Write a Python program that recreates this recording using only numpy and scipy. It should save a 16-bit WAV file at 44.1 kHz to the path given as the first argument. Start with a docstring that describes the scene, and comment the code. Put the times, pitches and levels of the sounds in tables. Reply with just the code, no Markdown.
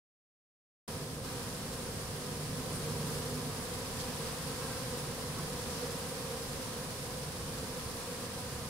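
"""A thick buzz of honeybees opens abruptly, heard from just above trays of honeycomb on an open deck.
Dozens of wing beats near 245 Hz wander and merge, coloured by reflections from boards and trays;
now and then a few bees come close. Under them lie a low outdoor rumble and a far motor-like drone.
On top sit an even hiss, coloured by each microphone port, and a few soft rustles."""
import sys
import numpy as np
from scipy.fft import rfft, irfft, next_fast_len
from scipy.io import wavfile
from scipy.ndimage import map_coordinates

SR = 44100
rng = np.random.default_rng(int(sys.argv[2]) if len(sys.argv) > 2 else 0)


def to_wav(s):
    """Save 16-bit WAV."""
    ch = np.atleast_2d(s).T  # columns
    pcm = np.round(np.clip(ch, -1, 1) * 32767)  # PCM
    wavfile.write(sys.argv[1], SR, pcm.astype(np.int16))


N = 383229

# The nearby swarm's ebb and flow. Each row: time in seconds, thickness in relative dB,
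# lift of the raspy upper overtones in dB.
SWARM_EBB = [(1.3, -0.8, 0.7), (1.85, -1.5, -1.5), (2.35, -0.9, -0.3), (3.1, 1.5, -0.7), (3.45, -0.4, -0.2),
             (4.1, 1, 1.5), (4.7, 1.3, 1.5), (5.15, -0.3, 0.5), (5.75, 0.5, 0.9), (6.4, 0, -0.3),
             (7.35, -1.5, -1), (7.8, -0.6, 0), (8.69, -2, -0.5)]


def amp(db):
    """Decibels to gain."""
    return 10 ** (np.asarray(db) / 20)


def unit(x):
    """Scale to rms 1."""
    return x / np.sqrt(np.mean(x ** 2) + 1e-20)


def clock():
    """The time of every sample in seconds."""
    return np.arange(N) / SR


def along(points, hz):
    """Read (frequency, value) points on a log frequency axis."""
    f, v = np.transpose(points)
    return np.interp(np.log(hz + 1e-6), np.log(f), v)


def curves(rows):
    """One value per sample for each column after the time."""
    times, *columns = np.transpose(rows)
    return [np.interp(clock(), times, column) for column in columns]


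def wobble(rate, size=1500):
    """A smooth random curve with `rate` knots a second."""
    times = np.linspace(0, N / SR, size)
    knots = rng.standard_normal(size)
    smooth = map_coordinates(knots, [times * rate + 10 * rng.random()], mode="mirror")
    return np.interp(clock(), times, smooth)


def swell(peak_s, half_width_s):
    """A bell-shaped rise and fall, about 17 dB down at one half-width from its peak."""
    return np.exp(-2 * np.minimum(((clock() - peak_s) / half_width_s) ** 2, 20))


def dip(deepest_s=1.22, fall_s=0.36, return_s=0.029):
    """Early on the level sags, then snaps back: 0 outside the dip, 1 at its deepest."""
    return np.interp(clock(), [deepest_s - fall_s, deepest_s, deepest_s + return_s], [0, 1, 0])


def filtered(x, response):
    """Shape x with a gain that depends on frequency."""
    size = next_fast_len(N + SR // 4)
    return irfft(rfft(x, size) * response(np.fft.rfftfreq(size, 1 / SR)), size)[..., :N]


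def noise(response):
    """Two unrelated noises of a given colour, together at rms 1."""
    return unit(filtered(rng.standard_normal((2, N)), response))


def spread(pair):
    """Two unrelated signals become left and right: alike in the bass, unrelated in the treble."""
    # Each row: frequency in Hz, left-right likeness from 0 to 1.
    likeness = [(20, 0.4), (45, 0.94), (70, 0.99), (150, 1), (320, 0.96), (480, 0.94), (700, 1), (1000, 1),
                (1350, 0.73), (2500, 0.033)]
    turn = lambda hz: np.arccos(np.clip(along(likeness, hz), -1, 1)) / 2
    mid, side = filtered(pair, lambda hz: np.array([np.cos(turn(hz)), np.sin(turn(hz))]))
    return np.array([mid + side, mid - side])


def bee(beat_hz, depth_db=0, nasal_db=0, facing_db=2, harmonics=24, size=4096):
    """One bee's wing tone; the balance of its overtones depends on how it faces the listener."""
    # One wing beat. 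Each row: harmonic number, relative level in dB.
    # The second is strong, since up and down strokes both push air.
    wing_spectrum = [(1, 1), (2, 5.5), (3, -9), (4, -8.5), (5, -10), (6, -12), (7, -11.5), (9, -18.5),
                     (14, -17.5), (24, -22.5)]
    k = np.arange(1, harmonics + 1)
    nasal_band = np.exp(-((k - 5.2) / 1.3) ** 2 / 2)  # a bump around the fifth harmonic
    levels = along(wing_spectrum, k) + depth_db * (k == 1) + nasal_db * nasal_band
    levels += facing_db * rng.standard_normal(harmonics)
    partials = amp(levels) * np.exp(2j * np.pi * rng.random(harmonics))
    cycle = unit(irfft(np.append(0, partials), size))
    return cycle[(np.cumsum(beat_hz) * size / SR).astype(int) % size]


def deck(x):
    """Reflections from the boards, trays and railing ripple the spectrum of the buzz."""
    # Each row: frequency in Hz, boost or cut in dB.
    ripple = [(260, 0), (320, -2.5), (480, 2), (540, 0), (620, 1), (740, -1), (860, 0), (980, 1.5),
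              (1040, 0.5), (1130, 3), (1440, -3), (1590, 1.5), (1750, -2.5), (2400, -1.5)]
    return filtered(x, lambda hz: amp(along(ripple, hz)))


def swarm(beat_hz=246, scatter_hz=23, wander_hz=6, flutter_hz=3.2, range_db=2.4, split_hz=620, count=48):
    """Each bee keeps its own wing beat, bends it as it steers, and swells as it drifts nearer."""
    groups = np.zeros((2, N))
    for i, offset in enumerate(np.linspace(-1, 1, count)):
        beat = beat_hz + scatter_hz * offset + wander_hz * wobble(4) + flutter_hz * wobble(23)
        groups[i % 2] += amp(range_db * wobble(4)) * bee(beat)
    crowd = deck(spread(groups))
    buzz = filtered(crowd, lambda hz: 1 / (1 + (hz / split_hz) ** 10))
    rasp = crowd - buzz
    thickness, rasp_lift = curves(SWARM_EBB)
    buzz_db = -49.5 + 0.94 * thickness + 0.5 * wobble(11) - 3 * dip()
    rasp_db = -50 + rasp_lift - 6 * dip()
    return amp(buzz_db) * unit(buzz) + amp(rasp_db) * unit(rasp)


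def rumble(unrest_db=0.13, deep_rise_db_per_s=0.03, upper_fade_db_per_s=0.22):
    """A nearly mono outdoor bed in two gently surging layers; the upper one slowly fades."""
    # The colour of each layer. Each row: frequency in Hz, relative level in dB.
    deep_colour = [(15, -28), (30, -5.5), (50, -8.5), (68, 0), (90, -2), (115, -0.5), (140, 0), (175, -5),
                   (260, -29), (600, -48)]
    upper_colour = [(90, -21), (160, -2), (190, 0), (208, -2), (265, -1.5), (295, -8.5), (330, -8.5),
                    (420, -5.5), (620, -11.5), (1200, -25), (3000, -49)]
    # Surges and lulls. Each row: centre and half-width in seconds, deep and upper change in dB.
    surges = [(1.95, .2, 2.5, 0), (3.0, 0.76, 1.5, 2.7), (5.5, 0.42, 1, 1.5), (6.3, .4, -0.7, 0),
              (7.5, .25, 1.5, 0), (8.15, 0.49, -3, -1), (8.65, 0.13, 2, -1)]
    deep_db = -47 + deep_rise_db_per_s * clock() + unrest_db * wobble(3.95)
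    upper_db = -46 - upper_fade_db_per_s * clock() + unrest_db * wobble(4)
    for centre_s, half_width_s, deep_change, upper_change in surges:
        surge = swell(centre_s, half_width_s)
        deep_db += deep_change * surge
        upper_db += upper_change * surge
    deep = amp(deep_db) * noise(lambda hz: amp(along(deep_colour, hz)))
    upper = amp(upper_db) * noise(lambda hz: amp(along(upper_colour, hz)))
    return spread(deep + upper)


def hum(hz, waver_db=1.2, drift_hz=1.21):
    """A pure tone that wavers in level and pitch."""
    level = np.sqrt(2) * amp(waver_db * wobble(8))
    pitch = hz + drift_hz * wobble(8)
    return level * np.sin(2 * np.pi * np.cumsum(pitch) / SR)


def drone(pitch_hz=153.4, sag_hz_per_s=0.9, floor_db=-59.5, fade_s=0.039):
    """A far motor-like drone swells and recedes, while weaker hums come and go around it."""
    # Each row: peak time in seconds, half-width in seconds, relative level in dB.
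    swells = [(1.1, 0.32, -47.5), (1.62, .11, -50.5), (2.5, 0.55, -50.5), (3.02, 0.31, -45),
              (3.44, 0.18, -47.5), (4.42, 0.27, -49), (5.28, .36, -50), (6.75, 0.22, -54),
              (7.24, 0.15, -52.5), (7.6, .15, -52)]
    # Each row: start in seconds, end in seconds, pitch in Hz, relative level in dB.
    side_hums = [(0.77, 4.3, 104, -55), (4.7, 5.65, 130, -53.5), (0.63, 4.3, 395, -60.5),
                 (6.4, 10, 187, -65)]
    strength = amp(floor_db) + sum(amp(db) * swell(peak_s, width_s) for peak_s, width_s, db in swells)
    out = strength * hum(pitch_hz - sag_hz_per_s * clock())
    for start, end, hz, db in side_hums:
        gate = np.clip(np.minimum(clock() - start, end - clock()) / fade_s, 0, 1)
        out += amp(db) * gate * hum(hz)
    return out


def hiss(level_db=-43, flicker_db=0.5, dip_db=4):
    """Airy hiss that grows with the swarm, unrelated at two microphone ports with their own resonances."""
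    # The colour of each port. Each row: frequency in Hz, relative level in dB.
    left_port = [(300, -1), (1200, -3.5), (2200, -6), (3200, -7), (4600, -7.5), (5800, -11.5), (7500, -7),
                 (9500, -0.5), (11500, -7), (13500, -11.5), (15700, -15)]
    right_port = [(300, -13.5), (1200, -2.5), (2200, -6), (3600, -4.5), (5000, -0.15), (6800, -5.5),
                  (8500, -6.5), (10500, -13.5), (12500, -16.5), (14000, -14.5), (15700, -14)]
    air = noise(lambda hz: amp([along(left_port, hz), along(right_port, hz)]))
    thickness, _ = curves(SWARM_EBB)
    return amp(level_db + 0.75 * thickness - dip_db * dip() + flicker_db * wobble(60)) * air


def close_bees(glide_hz_per_s=-8, flutter_hz=5.5, apart_hz=4.5, flicker_db=1.5, count=3):
    """A few bees stand out for a moment, sinking in pitch as they go by and flickering as they turn."""
    # Each row: peak time in seconds, half-width in seconds, wing beat in Hz, relative level in dB,
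    # extra dB on the fundamental (depth), extra dB on the middle overtones (nasal).
    fly_bys = [(1.347, .22, 244.7, -44.5, -5, 4), (1.73, 0.18, 240, -45, 9, 0), (2.3, .16, 246, -53, -8, 1),
               (2.64, .14, 255, -41.5, 6, 0), (3.09, .14, 244.5, -47, -5, 9),
               (3.387, .17, 247.8, -42, 13, 0), (3.803, .12, 254.7, -45.5, 6, 0),
               (4.08, 0.09, 249, -43.5, 18, 0), (4.264, 0.083, 233, -45, 9, 0),
               (4.53, .14, 256.6, -43.5, 9, 8), (4.657, 0.2, 266, -46.5, -9, 14),
               (4.98, .2, 235.5, -46, 2, -2), (5.37, 0.12, 222, -47, -6, 15),
               (5.57, 0.12, 248.5, -45.5, 6, 0), (5.789, .2, 245.6, -43.5, -5, 1),
               (6.325, .17, 238, -43.5, -12, 2), (6.74, .12, 246, -50.5, -12, -2),
               (7.12, 0.13, 245, -49, 9, 5), (7.6, .13, 254.5, -50, -4, 0), (7.797, .19, 251.7, -49, 0, 10),
               (8.197, .26, 240, -48, -2, 0), (8.6, .14, 240.6, -47, 4, 0)]
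    out = np.zeros(N)
    for peak_s, half_width_s, hz, db, depth_db, nasal_db in fly_bys:
        beat = hz + glide_hz_per_s * np.clip(clock() - peak_s, -half_width_s, half_width_s)
        cluster = sum(bee(beat + apart_hz * offset + flutter_hz * wobble(19), depth_db, nasal_db)
                      for offset in np.linspace(-1, 1, count))
        out += amp(db + flicker_db * wobble(16)) * swell(peak_s, half_width_s) * unit(cluster)
    return amp([[-4.5], [-3.5]]) * deck(out)  # just right of centre


def rustles():
    """Short, soft brushing sounds close by, each a swell of treble noise."""
    # Each row: peak time and half-width in seconds, band centre in Hz, width in octaves, level in dB.
    brushes = [(2.76, 0.062, 9300, 0.21, -47), (3.15, 0.24, 9000, 0.5, -52),
               (4.007, 0.02, 4500, 0.71, -41.5), (5.77, 0.16, 5100, 0.3, -50)]
    out = np.zeros((2, N))
    for peak_s, half_width_s, centre_hz, octaves, db in brushes:
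        band = noise(lambda hz: np.exp(-(np.log2((hz + 1) / centre_hz) / octaves) ** 2 / 2))
        out += amp(db) * swell(peak_s, half_width_s) * band
    return out


def scene(lean_right_db=1.96):
    """Bees, rumble and drone lean a little to the right, under the hiss and rustles."""
    field = swarm() + close_bees() + rumble() + drone()
    balance = amp([[-lean_right_db / 2], [lean_right_db / 2]])
    return field * balance + hiss() + rustles()


def record(dry):
    """The sound cuts in from silence, with its highest treble shaved off."""
    start_s, fade_in_s, top_hz = 0.877, 0.0037, 15750
    gate = np.clip((clock() - start_s) / fade_in_s, 0, 1)
    return filtered(dry * gate, lambda hz: np.clip((top_hz - hz) / 200 + 0.5, 0, 1))


dry = scene()
out = record(dry)
to_wav(out)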